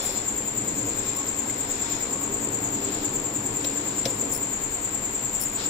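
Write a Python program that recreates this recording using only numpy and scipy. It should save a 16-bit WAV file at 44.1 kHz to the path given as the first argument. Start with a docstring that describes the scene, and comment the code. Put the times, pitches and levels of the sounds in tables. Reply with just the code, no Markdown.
"""Milk slides quietly from a mug into a plastic blender jar, bubbling and setting the hollow jar ringing.
A hand-held stereo microphone hears it from above the jar, in a tiled kitchen where a cricket scrapes
its wings about ten times a second. The mug knocks the jar as the last drops are shaken off, and a hand
scuffs, squeaks and rustles now and then. Under it all an appliance hums and the room rumbles."""
import sys
import numpy as np
from scipy import signal
from scipy.fft import rfft, irfft
from scipy.io import wavfile
from scipy.ndimage import uniform_filter1d, map_coordinates

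SR = 44100
rng = np.random.default_rng(int(sys.argv[2]) if len(sys.argv) > 2 else 0)


def output_pcm(signal):
    """Save a mono or channel-first signal as 16-bit PCM at the path in sys.argv[1].

    Samples are clipped to [-1, 1] before scaling.
    """
    pcm = np.clip(np.atleast_2d(signal).T, -1, 1) * 32767
    wavfile.write(sys.argv[1], SR, np.round(pcm).astype(np.int16))


N = 250929
TIME = np.arange(N) / SR
BINS = np.maximum(np.arange(N // 2 + 1) * SR / N, 1)   # f/Hz

# spectrum of milk spattering: f/Hz, density/dB
SPATTER_SPECTRUM = [(1200, -5.5), (2200, -1), (3000, -8), (3500, 0.5), (4200, 0.5), (4550, -8), (5000, -1),
                    (5700, -3.5), (6500, -5), (9000, -21)]


def from_db(db):
    """Decibels to gain."""
    return 10 ** (np.asarray(db) / 20)


def rms_one(x):
    """Scale to unit rms."""
    return x / np.sqrt(np.mean(x ** 2) + 1e-20)


def steady(x):
    """Hold the rms near 1 over every half second."""
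    return x / np.sqrt(uniform_filter1d(x ** 2, SR // 2, axis=-1) + 1e-12)


def in_time(rows):
    """The columns of a curve at every sample."""
    s, *columns = np.transpose(rows)
    return [np.interp(TIME, s, c) for c in columns]


def at_hz(points, hz):
    """Read a spectrum on a log-frequency axis."""
    f, value = np.transpose(points)
    return np.interp(np.log(hz), np.log(f), value)


def colour(x, spectrum):
    """Give a signal a spectrum; unit rms."""
    return rms_one(irfft(rfft(x) * from_db(at_hz(spectrum, BINS)), N))


def pan(left_db):
    """Gains of the two channels, the left louder by left_db."""
    return from_db(np.array([[.5], [-.5]]) * left_db)


def arch(start, length):
    """A half-sine swell; times in seconds."""
    return np.sin(np.pi * np.clip((TIME - start) / length, 0, 1))


def ring(clicks, hz, t60):
    """A unit click sets a sine of height 1 ringing."""
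    r, w = from_db(-60 / (t60 * SR)), 2 * np.pi * hz / SR
    return signal.lfilter([0, np.sin(w)], [1, -2 * r * np.cos(w), r * r], clicks + 1e-18)


def singing(hz, t60):
    """A resonance kept ringing by random excitation; unit rms."""
    return steady(ring(rng.standard_normal(N + SR), hz, t60)[SR:])


def grains(spectrum, grain_db):
    """A dense spray of tiny ticks, more uneven as grain_db rises."""
    noise = rng.standard_normal((2, N))
    sizes = from_db(grain_db * np.minimum(rng.exponential(1, N), 4))
    return colour(noise * sizes, spectrum)


def diffuse(spectrum):
    """Noise from all around: alike at both microphones in the bass, unrelated in the treble."""
    # likeness of the two channels: f/Hz, correlation
    likeness = [(30, 0.82), (100, 0.95), (280, 0.86), (450, 0.74), (700, -0.082), (1500, -0.12),
                (4000, 0.036), (15000, -0.15)]
    # balance of the room: f/Hz, left minus right/dB
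    lean = [(60, 0), (110, 2.5), (200, -6), (380, 4.5), (700, 1.5), (1290, 2), (2380, 1), (4400, 4.5),
            (8120, 7), (15000, 5)]
    mid, side = rfft(rng.standard_normal((2, N)))
    alike = np.clip(at_hz(likeness, BINS), -1, 1)
    both = np.sqrt(1 + alike) * mid + np.sqrt(1 - alike) * side * [[1], [-1]]
    return colour(irfft(both * pan(at_hz(lean, BINS)), N), spectrum)


def tiles(x, walls_db, sway_s=.00008):
    """Add early reflections, reaching each microphone by slightly different paths."""
    # reflections off the tiles: delay/s, relative level/dB
    echoes = [(.0048, -0.5), (.0092, 2.5), (0.014, -2.5), (0.017, -7.5), (.0225, -9.5), (0.034, -3),
              (.048, -4)]
    heard, t = np.array([x, x]), np.arange(len(x)) / SR
    for delay, echo_db in echoes:
        for side, detour_s in zip(heard, (1e-4, 1e-3)):
            path_s = delay + detour_s * rng.uniform(-1.002, 1)
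            # the hand-held microphone sways, so each path slowly changes length
            sway = sway_s * np.sin(np.pi * t / 2 + rng.uniform(0, 2 * np.pi))
            side += from_db(echo_db + walls_db) * map_coordinates(x, [(t - path_s - sway) * SR], order=3)
    return heard


def kitchen(x, wet_db):
    """Add a diffuse tail in which each band dies at its own rate."""
    # reverberation of the kitchen: f/Hz, t60/s
    decay = [(300, 0.085), (3000, 0.77), (7300, 0.67), (14500, 0.04)]
    t, tail = TIME[:SR // 2], 0
    edges_hz = [60, 1000, 4000, 10000, 18000]
    for low, high in zip(edges_hz, edges_hz[1:]):
        bandpass = signal.butter(2, [low, high], "band", fs=SR, output="sos")
        band = signal.sosfilt(bandpass, rng.standard_normal((2, len(t))))
        tail = tail + band * from_db(-60 * t / at_hz(decay, np.sqrt(low * high)))
    tail = rms_one(tail) / np.sqrt(len(t))
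    return x + from_db(wet_db) * signal.fftconvolve(x, tail, axes=1)[:, :x.shape[1]]


def milk(bubbles_per_s=400, spread=.42, t60_cycles=14):
    """The stream folds in bubbles, deep as it plunges, higher as it thins to a thread; it spatters too."""
    # course of the pour: t/s, level/dB, typical bubble f/Hz
    pour = [(0, -41, 543), (.5, -58, 370), (.58, -42.5, 228.3), (1.0, -48.5, 327), (1.3, -53, 870),
            (2.6, -50.5, 987), (3.0, -58, 985)]
    level_db, pitch = in_time(pour)
    births = (rng.random(N) < bubbles_per_s / SR) * rng.standard_normal(N)
    log_pitch = np.log(pitch) + spread * rng.standard_normal(N)
    pitches = np.geomspace(110, 1150, 16)
    slot = np.searchsorted(np.log(pitches), log_pitch)
    bubbles = sum(ring(births * (slot == k), hz, t60_cycles / hz) * np.sqrt(hz)
                  for k, hz in enumerate(pitches))
    direct = pan(0.82) * from_db(level_db) * rms_one(bubbles) + pan(9.4) * splashes()
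    return kitchen(direct, wet_db=3.0)


def splashes(rise_db_per_s=26, fall_db_per_s=94):
    """Fine spatter swells and dies away as the stream lands, narrows and breaks up."""
    # crests of the spatter: t/s, level/dB
    crests = [(.02, -44), (1.08, -51), (1.92, -46)]
    swell = sum(from_db(db - np.maximum(rise_db_per_s * (s - TIME), fall_db_per_s * (TIME - s)))
                for s, db in crests)
    return swell * grains(SPATTER_SPECTRUM, grain_db=0.0)


def room_tone(rumble_db=0.57, hiss_db=-39, hum_db=-1, hum_width_hz=7):
    """A swelling low rumble, steady hiss and the wavering hum of an appliance."""
    # swell of the rumble: t/s, level/dB
    rumble_curve = [(0.0, -40), (0.76, -38), (1.8, -38.5), (2.2, -36.5), (2.7, -35.5), (3.65, -36.5),
                    (4.3, -36.5), (4.48, -39), (5.5, -40), (5.69, -37.5)]
    # spectra of the rumble and the hiss: f/Hz, density/dB
    rumble_spectrum = [(30, -41), (70, -7.5), (110, 2), (175, -4), (250, 1.5), (310, 5.5), (355, 0.5),
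                       (410, 0), (520, -1), (620, -5.5), (900, -4), (2000, -40.5)]
    hiss_spectrum = [(15, -14), (26, 11.5), (38, 1), (58, 5.5), (85, -8), (600, -4), (980, 1.5), (1300, -2),
                     (2400, -3.5), (3000, -7), (5500, -12.5), (8500, -30), (11000, -16.5), (16000, -30)]
    # tones of the appliance: f/Hz, level/dB, dB gained per dB of rumble
    hum_tones = [(50, -57.5, -1), (113, -50, 1.65), (131.8, -53.5, 2.5), (202, -49.5, 1), (225, -49, 0.5),
                 (279.7, -47, 2.5), (295, -49.5, 2), (398.4, -48.5, 2), (455.2, -52, 1.6),
                 (691.6, -54.5, 1)]
    rumble_level, = in_time(rumble_curve)
    swell_db = rumble_level - rumble_level.mean()
    hum = 0
    for hz, db, follows in hum_tones:
        narrow_band = rfft(rng.standard_normal(N)) / (1 + ((BINS - hz) / hum_width_hz) ** 2)
        hum = hum + from_db(hum_db + db + follows * swell_db) * rms_one(irfft(narrow_band, N))
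    rumble = from_db(rumble_level + rumble_db) * diffuse(rumble_spectrum)
    return hum + rumble + from_db(hiss_db) * diffuse(hiss_spectrum)


def mug_rub(left_db=4):
    """A light scrape draws a thin, pitched ring from the mug."""
    # partials of the mug: f/Hz, relative level/dB, t60/s
    partials = [(3499, 1, 0.7), (4175, 0, 0.53), (4884, 1.5, .5), (5588, 0, .4), (6300, -2.5, .3)]
    # course of the scrape: t/s, level/dB
    scrape = [(0, -39), (.07, -46), (.18, -44), (.28, -59), (.4, -100)]
    sides = [sum(from_db(db) * singing(hz, t60) for hz, db, t60 in partials) for _ in range(2)]
    return from_db(in_time(scrape)[0]) * pan(left_db) * rms_one(np.array(sides))


def chirp_times(first_s=.06277, period_s=.103785):
    """The cricket's even beat, already under way, pushed and held back a little."""
    # drift around the beat: t/s, lag/s
    drift = [(0.06, 0.01), (0.17, 0.015), (0.27, 0.0182), (0.58, 0.0049), (0.89, 0.0044), (1.31, -0.014),
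             (1.83, -0.00042), (2.24, -0.00011), (2.4, 0.004), (2.97, -0.017), (3.18, -0.012),
             (3.49, -0.017), (3.8, -0.0185), (4.01, -0.012), (4.11, -0.00014), (4.42, 0.014), (4.84, 0.018),
             (5.36, 0.0062), (5.67, 0.00051)]
    beats = np.arange(first_s - 2 * period_s, N / SR, period_s)
    return beats + np.interp(beats, *np.transpose(drift))


def wing_strokes(lead, scatter_hz=25, tooth_hz=110, uneven_db=0.56, jitter_s=.0001, note_lag_s=.0015):
    """Three strokes a chirp, falling in pitch as the scraper slows along the file: note and octave."""
    # strokes: t/s from the chirp's peak, length/s, start f/Hz, end f/Hz, note level/dB, octave level/dB
    strokes = [(-.0475, 0.0072, 7100, 6900, -2.5, 2.5), (-.0345, 0.0096, 7592, 6890, 3.5, 8),
               (-.018, 0.0124, 7700, 6790, 7.5, 7)]
    note, octave = np.zeros((2, N + 2 * lead))
    # uneven teeth roughen the pitch
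    teeth = rms_one(uniform_filter1d(rng.standard_normal(len(note)), SR // 2000))
    for s in chirp_times():
        for offset, length, start_hz, end_hz, note_db, octave_db in strokes:
            late, sharp, strong = rng.standard_normal(3)
            progress = np.arange(int(length * SR)) / (length * SR)
            at = lead + int((s + offset + jitter_s * late) * SR) + np.arange(len(progress))
            glide_hz = start_hz + (end_hz - start_hz) * np.sin(np.pi / 2 * progress ** 0.93) ** 2
            phase = 2 * np.pi * np.cumsum(glide_hz + scatter_hz * sharp + tooth_hz * teeth[at]) / SR
            force = from_db(uneven_db * strong)
            swell = np.sin(np.pi * progress ** 0.78)
            note[at + int(note_lag_s * SR)] += from_db(note_db) * force * swell ** 1.7 * np.sin(phase)
            octave[at] += from_db(octave_db) * force * swell ** 1.2 * np.sin(2 * phase)
    return note, octave


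def cricket(note_db=-3.0, octave_db=-22.0, left_db=7):
    """The wing's note reaches the microphone mostly by the walls; its octave beams more directly."""
    # the wing's resonance, and its second one an octave up: f/Hz, gain/dB
    wing = [(6200, -8), (6700, 6), (7000, -1.5), (7200, 0), (7400, 1), (7570, 4.5), (7750, -1), (8200, 3.5),
            (8600, -41)]
    wing_octave = [(12800, -22), (13500, 0), (14000, 1), (14800, -7), (15200, 1), (16000, -16)]
    # loudness of the song: t/s, level/dB
    loudness = [(0, -26.5), (3.4, -27), (3.9, -26.5), (4.43, -26.5), (4.93, -27.5), (5.2, -26.5)]
    lead = int(.3 * SR)   # earlier chirps still ring in the room
    note, octave = wing_strokes(lead)
    note = kitchen(tiles(note, walls_db=4.0), wet_db=-5.0)[:, lead:lead + N]
    octave = kitchen(tiles(octave, walls_db=-9.5), wet_db=4)[:, lead:lead + N]
    song = from_db(note_db) * steady(colour(note, wing))
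    song += from_db(octave_db) * steady(colour(octave, wing_octave))
    return from_db(in_time(loudness)[0]) * pan(left_db) * song


def scuffs(left_db=11):
    """Skin slips in a short, bright spray of tiny catches."""
    # slips of the hand: t/s, length/s, level/dB
    slips = [(0.011, 0.086, -36), (0.083, 0.072, -41.5), (1.162, 0.014, -32.5), (2.198, 0.037, -42.5),
             (4.145, 0.024, -42), (4.31, 0.071, -32), (4.376, 0.0042, -33), (5.334, 0.03, -43),
             (5.396, 0.024, -32.5), (5.407, 0.043, -28), (5.46, 0.039, -44)]
    # spectrum of slipping skin: f/Hz, density/dB
    spectrum = [(2000, -26), (4500, -8), (5500, 4), (6500, -9), (8200, 1.5), (9500, 10), (11500, 2.5),
                (13000, 2), (16000, 6.5)]
    rub = sum(from_db(db) * arch(s, length) for s, length, db in slips)
    return kitchen(pan(left_db) * rub * grains(spectrum, grain_db=5.5), wet_db=-18.0)


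def gurgles(attack_s=0.016, release_s=0.086, t60=0.54):
    """The stream sets one hollow resonance of the jar after another ringing."""
    # notes of the filling jar: t/s, length/s, f/Hz, level/dB
    notes = [(0.028, 0.17, 380, -45.5), (0.566, 0.15, 116.4, -39.5), (0.58, 0.078, 298, -39.5),
             (.62, 0.075, 410, -47), (0.756, 0.16, 296, -37.5), (0.799, 0.14, 112.4, -45.5),
             (0.86, 0.08, 475, -41), (1.02, 0.31, 1093, -50.5), (1.173, 0.396, 228, -47),
             (1.355, 0.16, 1056, -46.5), (1.45, .3, 770, -50), (1.819, 0.17, 929, -44),
             (2.048, 0.51, 1100, -53)]
    hollow = 0
    for s, length, hz, db in notes:
        held = np.clip(np.minimum((TIME - s) / attack_s, (s + length - TIME) / release_s + .5), 0, 1)
        hollow = hollow + from_db(db) * held * singing(hz, t60)
    return pan(0) * hollow


def squeaks(t60=0.027, left_db=7):
    """A fingertip sticks and slips on the glaze for a moment at one rough pitch."""
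    # slips of the fingertip: t/s, length/s, f/Hz, level/dB
    slips = [(.15, .045, 5330, -51), (4.339, 0.031, 5420, -45), (5.403, .032, 5440, -50)]
    return pan(left_db) * sum(from_db(db) * arch(s, length) * singing(hz, t60)
                              for s, length, hz, db in slips)


def drips(t60=0.02, splat_s=.006, splat_db=-9, left_db=3):
    """A drop lands with a tiny splat and a quickly damped bubble."""
    # single drops: t/s, f/Hz, level/dB
    drops = [(1.277, 5080, -33), (1.498, 2130, -29.5)]
    pings = sum(ring(from_db(db) * (np.arange(N) == int(s * SR)), hz, t60) for s, hz, db in drops)
    fades = sum(from_db(db + splat_db) * (TIME > s) * np.exp(-np.abs(TIME - s) / splat_s)
                for s, _, db in drops)
    splats = fades * grains(SPATTER_SPECTRUM, grain_db=1.0)
    return kitchen(pan(left_db) * (pings + splats), wet_db=-11)


def rustles(left_db=5):
    """The hands shift with a dull, soft rubbing that swells and fades."""
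    # shifts of the hands: crest t/s, length/s, level/dB
    shifts = [(2.944, 0.5, -43), (3.85, 1, -46), (5.625, 0.14, -36.5)]
    # spectrum of the rubbing: f/Hz, density/dB
    spectrum = [(500, -20), (1200, 8.5), (2200, 3), (3700, 9), (5500, 7), (9000, -19)]
    rub = sum(from_db(db) * arch(s - length / 2, length) for s, length, db in shifts)
    return pan(left_db) * rub * grains(spectrum, grain_db=-0.5)


def struck(hits, modes):
    """Blows set a set of modes ringing, alternate ones in opposite phase."""
    return sum(ring(hits, hz, t60) * from_db(db) * (-1) ** k for k, (hz, db, t60) in enumerate(modes))


def knocks(rise_s=0.0013, decay_s=.008, body_left_db=3, click_left_db=7):
    """The mug hits the jar: a sharp click and the short ping of the rim, then the jar's hollow note."""
    # contacts, the main knock a quick double: t/s, click level/dB, rim level/dB, body level/dB
    contacts = [(3.645, -24.5, -31, -31.5), (4.0535, -22.5, -25, -36), (4.057, -27, -29.5, -21),
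                (4.227, -57, -57, -29)]
    # modes of the jar's body and of its rim: f/Hz, relative level/dB, t60/s
    body_modes = [(132, -11, 0.091), (242, -8, 0.11), (353, -11, 0.1), (470.3, -2, 0.042), (540, -1, 0.095),
                  (670, -5.5, 0.06)]
    rim_modes = [(2540, -19, 0.029), (3264, -7, 0.038), (3870, -3.5, 0.055), (5400, 1, 0.024),
                 (6100, -3, 0.018)]
    # spectrum of the click: f/Hz, density/dB
    click_spectrum = [(500, -21), (1400, 2), (2500, 11), (5500, 11.5), (8000, 5), (12000, 2.5), (16000, -9)]
    rim_hits, body_hits, bursts = np.zeros((3, N))
    for s, click_db, rim_db, body_db in contacts:
        rim_hits[int(s * SR)], body_hits[int(s * SR)] = from_db(rim_db), from_db(body_db)
        age = np.maximum(TIME - s, 0)
        bursts += from_db(click_db) * (1 - np.exp(-age / rise_s)) * np.exp(-age / decay_s)
    clicks = from_db(-1.5) * bursts * colour(rng.standard_normal((2, N)), click_spectrum)
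    body, rim = struck(body_hits, body_modes), struck(rim_hits, rim_modes)
    return kitchen(pan(body_left_db) * body + pan(click_left_db) * (rim + clicks), wet_db=-14)


def scene():
    """Everything heard from above the jar."""
    return (cricket() + milk() + drips() + gurgles() + knocks() + mug_rub()
            + scuffs() + squeaks() + room_tone() + rustles())


def record(dry, cutoff_hz=15450):
    """The recorder cuts the top treble steeply."""
    return signal.sosfilt(signal.ellip(10, .1, 90, cutoff_hz, fs=SR, output="sos"), dry)


dry = scene()
out = record(dry)
output_pcm(out)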